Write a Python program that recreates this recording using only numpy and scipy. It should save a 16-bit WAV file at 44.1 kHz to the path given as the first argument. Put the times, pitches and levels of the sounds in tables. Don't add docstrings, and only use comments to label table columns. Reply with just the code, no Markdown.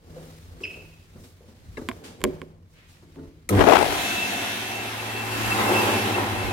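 import sys
import numpy as np
from scipy import signal
from scipy.io import wavfile
from scipy.ndimage import uniform_filter1d

SR = 44100
rng = np.random.default_rng(int(sys.argv[2]) if len(sys.argv) > 2 else 0)


def bounce(signal):
    frames = np.transpose(np.atleast_2d(signal))
    limited = np.clip(frames, -1, 1)
    pcm = np.round(limited * 32767).astype(np.int16)
    wavfile.write(sys.argv[1], SR, pcm)


def voltage_ratio(decibels):
    exponent = np.asarray(decibels, float) / 20
    return 10 ** exponent


N = 287532
T = np.arange(N) / SR
START_S = 3.49


def evened(x):
    return x / np.sqrt(np.mean(x ** 2) + 1e-20)


def read(points, hz):
    f, value = np.transpose(points)
    return np.interp(np.log(hz + 1), np.log(f + 1), value)


def curves(rows, t=T):
    s, *columns = np.transpose(rows)
    return np.array([np.interp(t, s, c) for c in columns])


def add(mix, s, sound):
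    part = mix[..., round(s * SR):][..., :sound.shape[-1]]
    part += sound[..., :part.shape[-1]]


def resonate(x, hz, width):
    return signal.lfilter(*signal.iirpeak(hz, hz / max(width, 2), SR), x)


def wander(width):
    smooth = uniform_filter1d(rng.standard_normal(N), int(width))
    return evened(uniform_filter1d(smooth, int(width)))


def swell(rows):
    return sum(voltage_ratio(db) * np.exp(-.5 * ((T - s) / length) ** 2) for s, db, length in rows)


def pan(db):
    return voltage_ratio(np.array([[.5], [-.5]]) * db)


def ports(x, pan_db=0, lag=14):
    return np.array([x, np.roll(x, lag)]) * pan(pan_db)


# low f/Hz, high f/Hz
BANDS = [(30, 200), (200, 1000), (1000, 5000), (5000, 15500)]


def layers(steady_db, bumps, narrow_db):
    centres = np.array([np.sqrt(lo * hi) for lo, hi in BANDS])[:, None]
    power = sum(voltage_ratio(2 * db) for db in steady_db)
    for s, db, length, hz in bumps:
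        band_db = db - narrow_db * np.log2(centres / hz) ** 2
        power = power + voltage_ratio(2 * band_db) * np.exp(-((T - s) / length) ** 2)
    return 10 * np.log10(power)


# f/Hz, likeness/0-1
ALIKE = [(30, 0.7), (70, 1), (130, 0.98), (300, 0.89), (700, 0.98), (1500, 0.06), (4000, 0), (15000, 0)]
# f/Hz, width/Hz, level/dB
NOZZLE = [(712, 38, 14.5), (1190, 150, -6.5), (3490, 540, 8), (5000, 140, -5), (5960, 650, 6.5),
          (11300, 260, 5), (15000, 1300, -1)]
# f/Hz, level/dB
JET_SHIFT = [(60, -9), (150, 2.5), (280, -3), (600, 1), (1200, -1.7), (5000, 1), (12000, -1.7)]


def noise(spectrum, levels, patchy_db, flicker_db, jet=0, close=0, lag=14, size=1024):
    hop, hz = size // 4, np.fft.rfftfreq(size, 1 / SR)
    t = np.arange(N // hop + 5) * hop / SR
    a, b, c, d, patches = rng.standard_normal((len(t), len(hz), 5)).T
    patches = uniform_filter1d(patches, size=10, axis=0)
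    patches = evened(uniform_filter1d(patches, size=12, axis=1))
    jet = np.clip(np.interp(t, T, jet * np.ones(N)), 0, 1)
    close = np.interp(t, T, close * np.ones(N))

    shape = read(spectrum, hz)
    own_db = []
    for lo, hi in BANDS:
        own_db.append(10 * np.log10(np.sum(voltage_ratio(2 * shape)[(hz > lo) & (hz <= hi)]) / len(hz)))
    lift = np.array([np.interp(t, T, db) for db in levels]) - np.array(own_db)[:, None]
    centres = np.log([np.sqrt(lo * hi) for lo, hi in BANDS])
    blend = np.array([np.interp(np.log(hz + 1), centres, row) for row in np.eye(len(BANDS))]).T
    field_db = shape[:, None] + blend @ lift + patchy_db * patches + flicker_db * rng.standard_normal(len(t))
    humps_db = sum(db * np.exp(-.5 * ((hz - f) / width) ** 2) for f, width, db in NOZZLE)
    field_db = field_db + np.outer(read(JET_SHIFT, hz), jet) + np.outer(humps_db, close)

    same = np.clip(read(ALIKE, hz)[:, None] * (1 - jet), 0, 1)
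    left = a + 1j * b
    delayed = left * np.exp(-2j * np.pi * hz[:, None] * lag / SR)
    right = same * delayed + np.sqrt(1 - same ** 2) * (c + 1j * d)
    tilt_db = jet * np.interp(hz, [100, 260, 600, 3000, 9000], [-14.0, 11.5, 18.5, 10.0, 4.5])[:, None]
    z = np.array([left * voltage_ratio(0.33 * tilt_db), right * voltage_ratio(-.7 * tilt_db)]) * voltage_ratio(field_db)
    unit = np.std(signal.istft(left, nperseg=size, noverlap=size - hop)[1])
    return 1.091 * signal.istft(z, nperseg=size, noverlap=size - hop)[1][:, :N] / unit


# f/Hz, t60/s
TILES = [(120, 1.0), (330, .8), (900, .6), (2500, .72), (5200, .42), (10000, .3)]


def room(x, gap=120):
    taps = np.zeros((2, SR))
    at = np.arange(gap, SR - 40, 20) + rng.integers(0, 20, (2, 1))
    at = at + rng.integers(0, 20, at.shape)
    np.put_along_axis(taps, at, rng.choice([-1., 1.], at.shape), axis=1)
    hz, t, z = signal.stft(taps, SR, nperseg=256)
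    bass = np.clip(read(ALIKE, hz), 0, 1)[:, None] ** 2
    z[1] = bass * z[0] + np.sqrt(1 - bass ** 2) * z[1]
    t60 = np.clip(read(TILES, hz), .15, 1.5)[:, None]
    tail = signal.istft(z * voltage_ratio(-60 * t / t60), SR, nperseg=256)[1]
    return signal.fftconvolve(x[None], tail / np.linalg.norm(tail[0]), axes=1)[:, :N]


# f/Hz, level per Hz/dB
QUIET = [(25, 10), (50, -1), (87, -2), (123, -20), (161, 1), (200, -3.5), (476, -3.5), (800, -15.5),
         (1500, -27.5), (2500, -34.5), (4500, -35), (8000, -39), (12500, -42), (16000, -43)]
# f/Hz, width/Hz, level/dB
BOOM = [
    (89.2, 17, -4.5),
    (159, 2.4, 2),
    (245, 6.6, -10),
    (344, 28, -16.5),
    (456, 15, -16),
]
TONE_DB = [-51.5, -66, -79, -74]
# t/s, level/dB
RUSTLE = [(0.0, -56.5), (0.13, -50), (0.27, -46.5), (0.56, -50.5), (0.72, -45.5), (0.98, -51), (1.23, -53),
          (1.45, -53.5), (1.71, -51), (1.81, -47), (1.95, -47), (2.15, -57.5), (2.28, -46.5), (2.45, -54),
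          (2.6, -65.5), (2.78, -55.5), (3.28, -53.5), (3.5, -61)]
RUSTLE_DB = [-7, -10.5, -0.5, -8]
RUSTLE_FOLLOW = [1, 0.88, 0.93, 1.4]
RUSTLE_MID_DB = -50
# t/s, level/dB, length/s, centre f/Hz
SWAYS = [(0.195, -45.5, 0.092, 500), (.172, -47, .02, 1000), (.76, -50.5, 0.067, 500),
         (0.666, -51, 0.12, 450), (0.144, -45.5, 0.058, 90), (0.2, -59, 0.11, 8000), (0.54, -44, 0.11, 60),
         (0.834, -46, 0.037, 90), (1.21, -47, 0.063, 110), (1.25, -53, 0.057, 8000),
         (1.745, -37, 0.079, 50), (1.886, -45, 0.092, 110), (2.053, -44, 0.084, 404),
         (2.093, -68, 0.03, 6950), (2.304, -35, 0.066, 200), (2.397, -49, 0.14, 246),
         (2.733, -63.5, 0.029, 9100), (2.916, -60, 0.026, 8950), (3.298, -48, 0.072, 68),
         (3.497, -44, 0.026, 60)]


def stir():
    swing_db = np.c_[RUSTLE_FOLLOW] * (curves(RUSTLE) - RUSTLE_MID_DB)
    steady_db = [np.c_[TONE_DB], np.c_[RUSTLE_DB] + RUSTLE_MID_DB + swing_db]
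    tone = noise(QUIET, layers(steady_db, SWAYS, narrow_db=2.5), patchy_db=.8, flicker_db=1.4)
    return 0.47 * tone + sum(2.46 * voltage_ratio(db) * resonate(tone, hz, width) for hz, width, db in BOOM)


# t/s, level/dB, length/s
WIND = [
    (1.72, -63, 0.096),
    (2.26, -37, 0.026),
    (3.601, -24.5, 0.037),
    (3.76, -36, 0.08),
    (3.924, -38.5, 0.083),
    (5.43, -44, 0.085),
    (5.55, -40.5, 0.11),
    (5.884, -45, 0.046),
    (6.285, -42, 0.07),
    (6.47, -35, 0.074),
]


def wind():
    lumps = resonate(resonate(rng.standard_normal((2, N)), 55, 65), 55, 110)
    return swell(WIND) * evened(lumps) * pan(-8)


# t/s, level/dB, length/s
DRAGS = [
    (2.79, -58, 0.034),
    (2.86, -61, 0.028),
    (2.97, -63, 0.017),
]


def drags():
    rub = resonate(resonate(rng.standard_normal((2, N)), 2150, 1900), 2150, 2800)
    return swell(DRAGS) * evened(rub)


# t/s, level/dB
THUMPS = [
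    (3.025, -49),
    (3.157, -30.5),
]
# f/Hz, level/dB, t60/s
WALL_MODES = [(81, -4, 5.0), (156, -2.5, 1.3), (275, 0.5, 1.0), (343, -6, 0.86), (432, -6, 0.88),
              (660, -17.5, 0.52), (880, -14.5, 0.32)]


def thumps():
    out, t = np.zeros(N), np.arange(20000) / SR
    for (s, db), phase in zip(THUMPS, rng.random((len(THUMPS), len(WALL_MODES)))):
        ring = 0
        for (f, mode_db, t60), p in zip(WALL_MODES, phase):
            ring = ring + voltage_ratio(mode_db - 60 * t / np.clip(t60, .1, .45)) * np.sin(2 * np.pi * (f * t + p))
        ring *= 1 - np.exp(-t / 0.034)
        add(out, s, voltage_ratio(db) * ring / abs(ring).max())
    return ports(out, pan_db=1)


# t/s, thud level/dB, scrape level re thud/dB, thud f/Hz, length/s
STEPS = [(0.161, -34.5, -25, 503, 0.025), (0.606, -33.5, -9, 363, 0.038), (0.761, -44, -26, 430, 0.062),
         (1.154, -37, -42, 170, 0.027), (1.236, -40, -3, 283, 0.02), (1.404, -48, -18, 487, 0.081),
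         (1.477, -40.5, -11, 170, 0.037), (1.772, -19.5, -20, 310, 0.017), (1.812, -22, -21, 270, 0.01),
         (2.037, -40, 4, 156, 0.062), (2.758, -59, -5, 153, 0.041), (2.882, -57, 6.5, 146, 0.11),
         (3.021, -41, -25, 159, 0.027), (3.159, -41, -40, 376, 0.063), (3.181, -34, -35, 245, 0.027),
         (3.226, -38, -18, 275, 0.032)]


def steps():
    out, t = np.zeros((2, N)), np.arange(12000) / SR
    for (s, db, scrape_db, hz, length), z in zip(STEPS, rng.standard_normal((len(STEPS), 2, 12000))):
        decay = np.exp(-t / np.clip(length, .005, .1)) + 0.33 * np.exp(-t / 0.0019)
        shape = (1 - np.exp(-t / 0.0049)) * decay
        thud = evened(resonate(resonate(z + 3.4 * z[0], hz, 170), hz, 420))
        thud += 0.19 * evened(resonate(resonate(z, 830, 700), 900, 900))
        scrape = evened(resonate(resonate(z, 1400, 4800), 2700, 12000))
        add(out, s, voltage_ratio(db) * shape * (thud + voltage_ratio(scrape_db) * scrape))
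    return out


# t/s, level/dB, length/s
SLIPS = [
    (.6395, -26.5, .0026),
    (.6455, -29, .003),
    (.654, -29.5, .0035),
         (0.666, -40, 0.0027),
    (0.682, -36.5, 0.006),
    (0.709, -36.5, 0.0077),
    (.745, -39, 0.009),
    (0.773, -49, 0.011),
    (0.809, -46, 0.011),
    (0.859, -51, 0.0043),
    (0.932, -56.5, 0.011),
    (1.007, -58, 0.0067),
]
# t/s, f/Hz
SLIP = [(.635, 2640), (.65, 2560), (.66, 2520), (.69, 2620), (.715, 2520), (.745, 2600), (.78, 2540),
        (.81, 2620), (.86, 2560)]
# pitch ratio, level/dB
TREADS = [
    (1, 0),
    (1.07, -7),
    (1.17, -17),
    (.9, -19),
]


def squeak():
    turns = 2 * np.pi * np.cumsum(curves(SLIP)[0] * (1 + .03 * wander(22))) / SR
    level = swell(SLIPS)
    ribs = sum(voltage_ratio(db) * np.sin(ratio * turns) for ratio, db in TREADS)
    octave = (0.054 + 3.1 * level) * np.sin(2 * turns)
    return level * voltage_ratio(1.5 * wander(70)) * (ribs + octave)


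def crack(z, modes, bright_db, rattle, rattle_s):
    t = np.arange(1000) / SR
    hit = np.pad(z * rattle * np.exp(-t[:400] / rattle_s), [(0, 0), (0, 600)]) + np.exp(-t / .00003)
    out = 0
    for k, (hz, width, db) in enumerate(modes):
        ring = evened(resonate(resonate(hit, hz, 1.62 * width), hz, 1.62 * width))
        mode_db = db + bright_db * np.clip(np.log2(hz / 2500), 0, 1.5)
        out = out + voltage_ratio(mode_db) * (-1) ** k * ring
    return out / abs(out).max()


# t/s, level/dB, brightness per octave/dB
SLAPS = [(.6045, -46, -14), (1.8935, -27, -1), (1.899, -33, -12), (2.039, -43, -4), (3.159, -47, -8),
         (3.526, -28, -2), (3.550, -20.5, -6), (3.5925, -13, -6), (3.606, -17, -7), (3.6635, -31, -6),
         (3.713, -24, 3.5), (3.617, -24, -3), (3.6854, -26, 6), (3.749, -29, 4), (3.8431, -23, -8)]
# f/Hz, width/Hz, level/dB
SHELL = [(1060, 118, 0), (1594, 280, -4), (2215, 300, -2), (3170, 510, -3.5), (4700, 660, -10.5),
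         (5530, 250, -21.5), (7370, 860, -4.5), (10200, 1100, -11.5), (12700, 1900, -11)]


def slaps():
    out = np.zeros((2, N))
    for (s, db, bright_db), z in zip(SLAPS, rng.standard_normal((len(SLAPS), 2, 400))):
        add(out, s, 1.3 * voltage_ratio(db) * crack(z, SHELL, bright_db, rattle=0.32, rattle_s=0.0017))
    return out


# t/s, tick level/dB, ring re tick/dB, brightness per octave/dB, left-right/dB
KNOCKS = [
    (1.8877, -19.5, -4.5, -5.5, -5),
    (1.914, -30, -17.5, -17, 2),
    (2.206, -45.5, 7, 2, -4.5),
    (2.216, -35.5, -26, -4, -6),
    (2.2397, -11.5, -4.5, 2.5, -4.5),
    (2.25, -26, 6, -20, 6),
    (2.4166, -31.5, -3.5, -9.5, -4.5),
]
TAP = [
    (1.7706, -33, -8, -5, 2),
]
RELAY = [
    (3.4901, -19.5, -20, 0.0044, 6.5),
    (3.493, -20.5, -5.5, 0, 2),
]
# f/Hz, width/Hz, level/dB
PANEL = [(1070, 63, -11), (1670, 60, -4), (2110, 120, -1.5), (2750, 90, -10.5), (3800, 260, -10),
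         (5100, 200, -16.5), (7900, 600, -14)]
# f/Hz, width/Hz, level/dB
CONTACT = [(1260, 75, -4), (2200, 330, -1), (3970, 430, -11.5), (5800, 610, -10), (7800, 850, -4),
           (9750, 400, -4), (12300, 600, -5), (14800, 900, -12)]
# f/Hz, level/dB, t60/s
FLANK = [(100, -6.5, 0.11), (245, 1, 0.11), (300, -7, .1), (356, -8, 0.18), (546, -11.5, 0.092),
         (660, -6.5, 0.14), (904, -18.5, .1), (1100, -12, .07)]
# f/Hz, level/dB, t60/s
HOUSING = [(160.5, -15.5, 0.24), (218.5, -8, 0.2), (261, -0.5, 0.16), (366.8, -4, 0.3), (420, -2.5, 0.07),
           (489, -3, 0.11), (569, -9, 0.21), (700, -8.5, 0.054)]


def knocks():
    out, t = np.zeros((2, N)), np.arange(12000) / SR
    rows = [(k, PANEL, .3, 0.0092) for k in TAP]  # blow, panels, rattle, rattle length in s
    rows += [(k, SHELL, .025, 0.0092) for k in KNOCKS]
    rows += [(k, CONTACT, .9, 0.0041) for k in RELAY]
    bloom = 1 + 1.1 * t / 0.029 * np.exp(1 - t / 0.029)
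    chance = rng.standard_normal((len(rows), 2, 400 + len(HOUSING)))
    for ((s, db, ring_db, bright_db, pan_db), panels, rattle, rattle_s), z in zip(rows, chance):
        ring = 0
        for (f, mode_db, t60), u, v in zip(FLANK if s < 2 else HOUSING, *z[:, 400:]):
            twin = 0.82 * np.sin(2 * np.pi * f * 1.06 * t + 3 * v)
            decay = voltage_ratio(mode_db + 2.5 * u - 60 * t / np.clip(t60, .03, .3))
            ring = ring + decay * (np.sin(2 * np.pi * f * t) + twin)
        ring *= (1 - np.exp(-t / 0.00038)) * bloom
        sound = ports(voltage_ratio(ring_db + 3.0) * ring / abs(ring).max())
        add(sound, 0, 1.85 * crack(z[:, :400], panels, bright_db, rattle, rattle_s))
        add(out, s, sound * voltage_ratio(db) * pan(pan_db))
    return out


# t/s, level/dB, facing the nozzle/0-1
RUSH = [(3.49, -45, 1), (3.56, -32.5, 1), (3.62, -30.5, 1), (3.8, -27.5, 0.34), (4.0, -28.5, 0.77),
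        (4.32, -30.5, 0.73), (4.91, -35.5, 0.55), (5.22, -34.5, 0.51), (5.43, -28.5, 0.6), (5.57, -28, 0.4),
        (5.82, -28, 0.16), (6.0, -29.5, 0.47), (6.24, -33, 0.38), (6.52, -35, 0.15)]
# t/s, turns f/Hz
SHAFT = [(3.49, 5), (3.6, 55), (3.7, 90), (3.8, 103), (3.9, 107), (4.1, 109.7), (4.2, 110.5), (4.4, 111),
         (6.52, 111.3)]
# multiple of the shaft, level/dB
ORDERS_DB = [
    (1, 0),
    (2, -8),
    (3, -14),
    (4, -41),
]
# t/s, shaft level/dB, mains level/dB, beating pair an octave up level/dB
HUM = [(3.9, -64, -52, -55), (4.1, -53.5, -67, -48), (4.3, -52, -59, -43.5), (4.6, -46, -63, -49.5),
       (4.9, -42.5, -71, -60), (5.2, -38.5, -68, -67), (5.45, -34.5, -65, -43), (5.6, -35, -57, -39),
       (5.8, -34.5, -47, -35.5), (6.0, -37, -46.5, -37.5), (6.2, -38, -44.5, -38), (6.52, -43, -44, -44)]
# multiple of 100 Hz, running level/dB, stalled level/dB
MAINS = [
    (1, 9.5, 8.5),
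    (2, 0.5, 4),
    (3, -35, -1),
    (4, -18, -3),
    (5, -32, -14),
]
# t/s, level/dB, length/s
SPOTS = [(4.04, -3, 0.036), (4.12, 0.5, 0.081), (4.24, 1.5, 0.055), (4.4, 1, 0.077), (4.52, -9, .03),
         (4.65, -3.5, 0.091), (4.8, 4, 0.04), (4.885, 2, 0.009), (5.0, 5, 0.0088), (5.1, 5, 0.0063),
         (5.18, 6, 0.032), (5.27, -4, 0.019), (5.34, 0, .022), (5.45, 3, 0.011), (5.525, 8.5, 0.011),
         (5.6, -9, 0.013), (5.69, 4, 0.014), (5.78, 11, 0.023), (5.86, -11, .015), (5.95, 1, 0.026),
         (6.03, -1, 0.043), (6.15, 11.5, 0.0056), (6.21, 4, 0.0057), (6.33, -6, 0.032), (6.42, 2, 0.028)]


def motor():
    blade_count = 24
    shaft_db, mains_db, pair_db = curves(HUM)
    turns = 2 * np.pi * np.cumsum(curves(SHAFT)[0] * (1 + .0012 * wander(2500))) / SR
    cycles = 2 * np.pi * 100 * T
    shaft = sum(voltage_ratio(db + 0.25 * wander(1200)) * np.sin(k * turns + k) for k, db in ORDERS_DB)

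    since = np.maximum(T - START_S, 0)
    release = 1 + np.exp(np.minimum((since - 0.1) / 0.016, 50))
    inrush = np.minimum(since / 0.059, 1) / release
    mains = 0
    for k, db, stall_db in MAINS:
        level = voltage_ratio(mains_db + db) + voltage_ratio(-26.5 + stall_db) * inrush
        mains = mains + level * voltage_ratio(1.6 * wander(920)) * np.cos(k * cycles + 0.87 * k * k)
    pair = voltage_ratio(pair_db) * (np.cos(2 * cycles) + 0.78 * np.cos(cycles + turns + 1.9))

    echo = voltage_ratio(-21.5) + swell(SPOTS)
    blade_level = echo * voltage_ratio(curves(RUSH)[0] - 6.5 + 1.7 * wander(430))
    blades = blade_level * np.sin(blade_count * turns + .65 * wander(610))
    blades = blades * np.clip((T - 3.93) / .13, 0, 1)
    hum = ports(voltage_ratio(shaft_db) * shaft, pan_db=1.5, lag=21) + ports(mains + pair, lag=16)
    return np.sqrt(2) * (hum + ports(blades))


# f/Hz, level per Hz/dB
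AIR = [(25, -56), (60, -52), (140, -25.5), (300, -5), (520, -8.5), (820, -6.5), (1250, -8), (2000, -9.5),
       (2600, -12), (4600, -20), (6000, -23), (8500, -25), (12000, -24.5), (16000, -33)]
# t/s, share/0-1
JET = [
    (3.5, 0),
    (3.57, 0.04),
    (3.61, 1),
    (3.68, 1),
    (3.8, 1),
    (3.85, 0.59),
    (3.97, 0.19),
    (4.5, 0),
]
# t/s, closeness/0-1
CLOSE = [(3.8, 0.09), (4.05, 0.53), (4.5, 0.55), (5.0, 0.27), (5.4, 0.02), (6.0, 0.13), (6.5, 0.05)]
AWAY_DB = [-21.5, 2, 1, -8]
FACING_DB = [12.5, -15, -2, 1]
# t/s, level/dB, length/s, centre f/Hz
GUSTS = [(3.496, -19.5, 0.0082, 6660), (3.516, -13.5, 0.021, 258), (3.556, -32, 0.011, 395),
         (3.589, -11, 0.01, 438), (3.614, -10.5, 0.0085, 770), (3.637, -16.5, 0.017, 610),
         (3.679, -12.5, 0.0094, 650), (3.505, -20, .006, 300), (3.695, -15, 0.0069, 650),
         (3.714, -15, 0.022, 590), (3.61, -33.5, 0.0093, 4500), (3.74, -33, 0.04, 4500),
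         (3.804, -21, 0.0059, 604), (4.007, -39, 0.15, 11200), (5.8, -36, 0.21, 11000),
         (3.752, -15.5, 0.023, 1030), (3.817, -27, 0.014, 700), (3.88, -44, 0.03, 596),
         (5.603, -25.5, 0.012, 700), (5.706, -24.5, 0.034, 603), (5.79, -41, 0.019, 700),
         (5.884, -23, 0.017, 800), (5.936, -22.5, 0.012, 590), (6.08, -28.5, 0.034, 700),
         (6.184, -27, 0.026, 700)]
# f/Hz, width/Hz, level under the jet/dB, level when turned away/dB
DUCT = [
    (507, 430, -5, -24),
    (830, 160, -30, 3),
    (375, 21, -14, 1),
    (2630, 110, -30, -3),
]


def dryer():
    jet = curves(JET)[0]
    rush_db, facing = curves(RUSH)
    levels = layers([rush_db + np.c_[AWAY_DB] + np.c_[FACING_DB] * facing], GUSTS, narrow_db=3.0)
    air = noise(AIR, levels, patchy_db=1.4, flicker_db=.7, jet=jet, close=curves(CLOSE)[0])
    lumps = wander(180)
    air[0] *= voltage_ratio(3.26 * jet * lumps)
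    away = np.clip(1 - facing, 0, 1)
    cavities = 0
    for hz, width, jet_db, away_db in DUCT:
        level = voltage_ratio(jet_db) * jet + voltage_ratio(away_db) * away
        cavities = cavities + level * voltage_ratio(3 * lumps) * resonate(air, hz, width)
    on = np.clip((T - START_S) / 0.044, 0, 1)
    air = on * (air + cavities)
    return voltage_ratio(-2.5) * air + voltage_ratio(-5.5) * room(air[1]) + on * motor()


def scene():
    near, floor, sole = knocks(), steps(), squeak()
    sent = voltage_ratio(-22.5) * resonate(near.mean(0), 980, 3000) + voltage_ratio(-12) * floor.mean(0) + voltage_ratio(-10.0) * sole
    feet = voltage_ratio(-5.0) * floor + ports(sole, lag=-1) + drags() + thumps()
    return stir() + wind() + feet + near + slaps() + room(sent) + dryer()


def roll_off(x):
    return signal.sosfilt(signal.butter(12, 17040, fs=SR, output="sos"), x)


def record(dry):
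    cut = signal.lfilter(*signal.butter(2, 45 / (SR / 2), "high"), dry)
    cut = cut * np.minimum(T / 0.14 + 0.69, 1)
    soft = np.tanh(cut / 1.098) * 1.054
    lowpass = signal.firwin(801, 16000, window=("kaiser", 9), fs=SR)
    mix = signal.oaconvolve(soft, lowpass[None], "same")
    return roll_off(mix)


dry = scene()
out = record(dry)
bounce(out)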